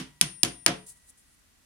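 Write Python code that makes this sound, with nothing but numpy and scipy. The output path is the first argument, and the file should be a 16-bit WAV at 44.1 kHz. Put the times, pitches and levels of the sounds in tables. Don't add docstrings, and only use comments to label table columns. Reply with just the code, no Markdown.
import sys
import numpy as np
from scipy import signal
from scipy.fft import rfft, irfft
from scipy.io import wavfile

SR = 44100
rng = np.random.default_rng(int(sys.argv[2]) if len(sys.argv) > 2 else 0)


def elevation(decibels):
    levels = np.asarray(decibels, float)
    return 10 ** (levels / 20)


def unload_audio(sound):
    columns = np.transpose(np.atleast_2d(sound))
    steps = np.round(np.clip(columns, -1, 1) * 32767)
    wavfile.write(sys.argv[1], SR, steps.astype(np.int16))


N = 72765
LEAD = 2048
LEFT_RIGHT_HALVES = np.array([[.5], [-.5]])


def table(rows, hz):
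    rows = np.array(rows, float)
    return np.interp(np.log(np.maximum(hz, 1)), np.log(rows[:, 0]), rows[:, 1])


def response(rows, tilt_db_per_octave=0., size=1024):
    hz = np.arange(size // 2 + 1) * SR / size
    tilt_db = tilt_db_per_octave * np.log2(np.clip(hz, 300, 16000) / 4000)
    cepstrum = irfft((table(rows, hz) + tilt_db) * np.log(10) / 20)
    cepstrum[1:size // 2] *= 2
    cepstrum[size // 2 + 1:] = 0
    h = irfft(np.exp(rfft(cepstrum)))
    return h / np.sqrt(np.sum(h ** 2))


def colour(x, rows):
    n = x.shape[-1]
    hz = np.arange(n // 2 + 1) * SR / n
    y = irfft(rfft(x) * elevation(table(rows, hz)), n)
    return y / np.sqrt(np.mean(y ** 2))


def pair(n, alike_hz):
    mid, side = rfft(rng.standard_normal((2, n)))
    hz = np.arange(n // 2 + 1) * SR / n + 1
    side = side / np.sqrt(1 + (alike_hz / hz) ** 2)
    return irfft(np.array([mid + side, mid - side]), n)


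def decay(t, t60_s):
    return (t >= 0) * np.exp(-np.log(1000) * np.maximum(t, 0) / t60_s)


def sine(hz, t):
    return np.sin(2 * np.pi * hz * t)


def add(out, start_s, x, lead=0):
    i = int(start_s * SR) + lead
    n = min(x.shape[-1], out.shape[-1] - i)
    out[..., i:i + n] += x[..., :n]


# frequency in Hz, relative level in dB.
FLOOR_COLOUR = [(12, -31.5), (22, -5.5), (60, -1.5), (117, -12), (273, -12), (372, -20.5), (709, -23),
                (1500, -20), (4000, -23), (9950, -23), (15200, -33), (16500, -46)]
FLOOR_RMS_DB, FLOOR_ALIKE_HZ = -64, 154.4


def room_noise():
    return elevation(FLOOR_RMS_DB) * colour(pair(N, FLOOR_ALIKE_HZ), FLOOR_COLOUR)


# centre in Hz, t60 in s, relative level in dB.
ECHO_BANDS = [(124.6, 0.58, -8.5), (234, 0.3, -9), (500, .27, 2), (1078.1, 0.25, 5), (2000, 0.27, -5),
              (3780, 0.28, -13), (5560, 0.21, -14.5), (10750, 0.38, -26.5), (14960, .11, -15.5)]
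ECHO_ONSET_S, ECHO_ALIKE_HZ, ECHO_BAND_OCTAVES = 0.0015, 493, 0.62


def garage():
    n = SR // 2
    t, hz = np.arange(n) / SR, np.arange(n // 2 + 1) * SR / n + 1
    noise, echo = rfft(pair(n, ECHO_ALIKE_HZ)), 0
    for centre_hz, t60_s, db in ECHO_BANDS:
        window = np.exp(-(np.log2(hz / centre_hz) / ECHO_BAND_OCTAVES) ** 2)
        band = irfft(noise * window, n) * decay(t, t60_s)
        echo = echo + elevation(db) * band * np.sqrt(2 * np.log(1000) / t60_s / SR)
    return echo * (1 - np.exp(-(t / ECHO_ONSET_S) ** 2))


# time in s, level in dB.
GLOVE_LEVEL = [(0.84, -66), (0.856, -73), (0.868, -46), (0.908, -47), (0.948, -64.5), (0.978, -60.5),
               (0.988, -68.5), (1.062, -66), (1.102, -50), (1.118, -73), (1.152, -89.5), (1.18, -59.5),
               (1.228, -71), (1.35, -67), (1.354, -84.5), (1.378, -83.5), (1.4, -65.5)]
# frequency in Hz, relative level in dB.
GLOVE_SPECTRUM = [(2350, -30.5), (4000, -17), (5250, -15), (8290, -4), (10000, 0), (11600, -13.5),
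                  (15000, -23), (16000, -15.5), (16500, -31)]
# start in s, level in dB.
TICKS = [(.869, -38), (.9115, -35), (.9735, -48), (1.1795, -48), (1.197, -48), (1.214, -51), (1.347, -50)]
GRAINS_PER_S, GRAIN_SPREAD_DB, GLOVE_LEFT_MINUS_RIGHT_DB = 6000, 0.5, 1.5


def gloves():
    t, rows = np.arange(N) / SR, np.array(GLOVE_LEVEL)
    on = rng.random((2, N)) < GRAINS_PER_S / SR
    grains = on * rng.standard_normal((2, N))
    grains = grains * elevation(GRAIN_SPREAD_DB * rng.exponential(size=(2, N)))
    level_db = np.interp(t, rows[:, 0], rows[:, 1], left=-120, right=-120)
    out = colour(grains, GLOVE_SPECTRUM) * elevation(level_db)
    for start_s, db in TICKS:
        add(out, start_s, elevation(db) * response(GLOVE_SPECTRUM) * np.ones((2, 1)))
    return out * elevation(GLOVE_LEFT_MINUS_RIGHT_DB * LEFT_RIGHT_HALVES)


LOOSE_STEEL_HZ = [1935, 967]
# level in dB, t60 in s.
LOOSE_STEEL = [(-67, 3.5), (-65, 1.1)]


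def steel(length_s):
    t = np.arange(int(length_s * SR)) / SR
    return sum(elevation(db) * decay(t, t60_s) * sine(hz, t)
               for hz, (db, t60_s) in zip(LOOSE_STEEL_HZ, LOOSE_STEEL))


HEAD_TONE_HZ = [9119, 2713, 5469, 6880]
# relative level in dB, t60 in s, left minus right in dB.
HEAD_TONES = [(-6.5, 2.9, 18), (-13.5, 0.59, -2.5), (-19, 1.1, -10.3), (-31, .4, -9.6)]
HEAD_SWELL_S = 0.012
HEAD_DAMP_S = .01


def head(db, length_s):
    t = np.arange(int(length_s * SR)) / SR
    ring = 0
    for hz, (tone_db, t60_s, left_minus_right_db) in zip(HEAD_TONE_HZ, HEAD_TONES):
        gain = elevation(tone_db + left_minus_right_db * LEFT_RIGHT_HALVES)
        ring = ring + gain * decay(t, t60_s) * sine(hz, t)
    damping = np.clip((length_s - t) / HEAD_DAMP_S, 0, 1)
    return elevation(db) * ring * damping * (1 - np.exp(-t / HEAD_SWELL_S))


# frequency in Hz, left minus right in dB.
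PORT_BALANCE = [(200, -.5), (400, -1), (700, -4.5), (1300, -2), (2400, -2), (4400, -2), (6200, -3),
                (9500, 7), (11500, -2), (16000, -3)]


def port_db(hz):
    return table(PORT_BALANCE, hz) * LEFT_RIGHT_HALVES[:, 0]


# frequency in Hz, relative level in dB, t60 in s.
BENCH_MODES = [(60.4, -28, 0.38), (126.4, -15, .16), (149, -8, 0.15), (185.6, -4, 0.12), (217.6, -12, .1),
               (259.3, -10, 0.16), (288.8, -4.5, 0.081), (326.4, -3, .08), (430, -26, 0.21), (540, -22, .1),
               (698.7, -13, 0.081), (920.7, -31.5, 0.033), (992.5, -22.5, 0.062)]
BENCH_SWELL_S = 0.0092
ROUGHNESS, ROUGHNESS_HZ = .5, 35


def bench(db, tilt_db_per_octave):
    t = np.arange(SR // 2) / SR
    knots_s = np.arange(0, t[-1] + .1, 1 / ROUGHNESS_HZ)
    ring = 0
    for hz, mode_db, t60_s in BENCH_MODES:
        in_phase, quadrature = (ROUGHNESS * np.interp(t, knots_s, v[:len(knots_s)])
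                                for v in rng.standard_normal((2, 256)))
        wave = (1 + in_phase) * sine(hz, t) + quadrature * np.cos(2 * np.pi * hz * t)
        gain = elevation(mode_db + tilt_db_per_octave * np.log2(hz / 250) + port_db(hz)[:, None])
        ring = ring + gain * decay(t, t60_s) * wave
    return elevation(db) * ring * (1 - np.exp(-t / BENCH_SWELL_S))


# frequency in Hz, relative level in dB.
CRACK_COLOUR = [(180, -94.5), (300, -24.5), (1260, -20.5), (3280, -5.5), (4090, -10), (6020, -5.5),
                (7370, -9.5), (9820, 0.5), (10900, -11), (15500, -27.5), (16800, -85)]
CHATTER_S, CHATTER_T60_S, CHATTER_PER_S = .0014, .006, 9000
CHATTER_TOP_HZ, FIRST_CLICK_DB = 11000, 1
PORT_LAG_S, PORT_SHARE = .00006, 0.6


def crack(db, tilt_db_per_octave):
    t = np.arange(1024) / SR
    on = rng.random((3, len(t))) < CHATTER_PER_S / SR
    envelope = np.where(t < CHATTER_S, 1, decay(t - CHATTER_S, CHATTER_T60_S))
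    clicks = on * np.sign(rng.standard_normal(on.shape)) * envelope
    clicks = signal.lfilter(*signal.butter(2, CHATTER_TOP_HZ, fs=SR), clicks)
    clicks[:, 0] = -elevation(FIRST_CLICK_DB)
    common, left, right = clicks / np.sqrt(np.sum(clicks ** 2, axis=1, keepdims=True))
    late = np.interp(t - PORT_LAG_S, t, common, left=0)
    ports = []
    for port, (shared, own) in enumerate([(common, left), (late, right)]):
        rows = [(hz, g + port_db(hz)[port]) for hz, g in CRACK_COLOUR]
        mixed = np.sqrt(PORT_SHARE) * shared + np.sqrt(1 - PORT_SHARE) * own
        ports.append(np.convolve(mixed, response(rows, tilt_db_per_octave)))
    return elevation(db) * 2 * np.array(ports)


BENCH_TO_ECHO_DB, CRACK_TO_ECHO_DB = -1.5, 5.5


def strike(crack_db, crack_tilt, bench_db, bench_tilt):
    wood = bench(bench_db, bench_tilt)
    steel_on_steel = crack(crack_db, crack_tilt)
    send = elevation(BENCH_TO_ECHO_DB) * wood.mean(axis=0)
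    add(send, 0, elevation(crack_db + CRACK_TO_ECHO_DB) * response(CRACK_COLOUR, crack_tilt))
    out = signal.fftconvolve(send[None], garage(), axes=1)
    add(out, 0, wood)
    add(out, 0, steel_on_steel)
    return out


# start in s, crack in relative dB, crack tilt in dB per octave,
# bench in relative dB, bench tilt in dB per octave, head ring in relative dB.
HAMMER_BLOWS = [(-.012, -3.5, -1, -26.5, -2, -68.5), (0.2122, 7, 1.63, -23, -2, -41.5),
                (0.4326, 6.5, 1.5, -22.5, 3.15, -45), (0.6626, 6.5, -2.5, -18, 3.5, -53.5)]
HAMMER_BOUNCES = [(.2257, -15, -1.3, -28.5, -4), (.4490, -11.5, -3.5, -20.5, -1),
                  (0.6807, -11.5, -3, -17, 3)]
HEAD_GRIPPED_S = .865


def scene():
    hammering = np.zeros((2, N + LEAD))
    for start_s, *settings in [blow[:5] for blow in HAMMER_BLOWS] + HAMMER_BOUNCES:
        add(hammering, start_s, strike(*settings), LEAD)
    next_blows_s = [blow[0] for blow in HAMMER_BLOWS[1:]]
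    for blow, end_s in zip(HAMMER_BLOWS, next_blows_s + [HEAD_GRIPPED_S]):
        add(hammering, blow[0], head(blow[5], end_s - blow[0]), LEAD)
    for blow, end_s in zip(HAMMER_BLOWS, next_blows_s + [N / SR]):
        add(hammering, blow[0], steel(end_s - blow[0]), LEAD)
    return hammering[:, LEAD:] + gloves() + room_noise()


def low_pass(x):
    return signal.sosfilt(signal.butter(12, 16990, fs=SR, output="sos"), x)


LIMIT, TOP_HZ = 1.3, 16600


def record(dry):
    rounded = LIMIT * np.tanh(dry / LIMIT)
    lowpass = signal.ellip(8, .2, 60, TOP_HZ, fs=SR, output="sos")
    mix = signal.sosfilt(lowpass, rounded)
    return low_pass(mix)


dry = scene()
out = record(dry)
unload_audio(out)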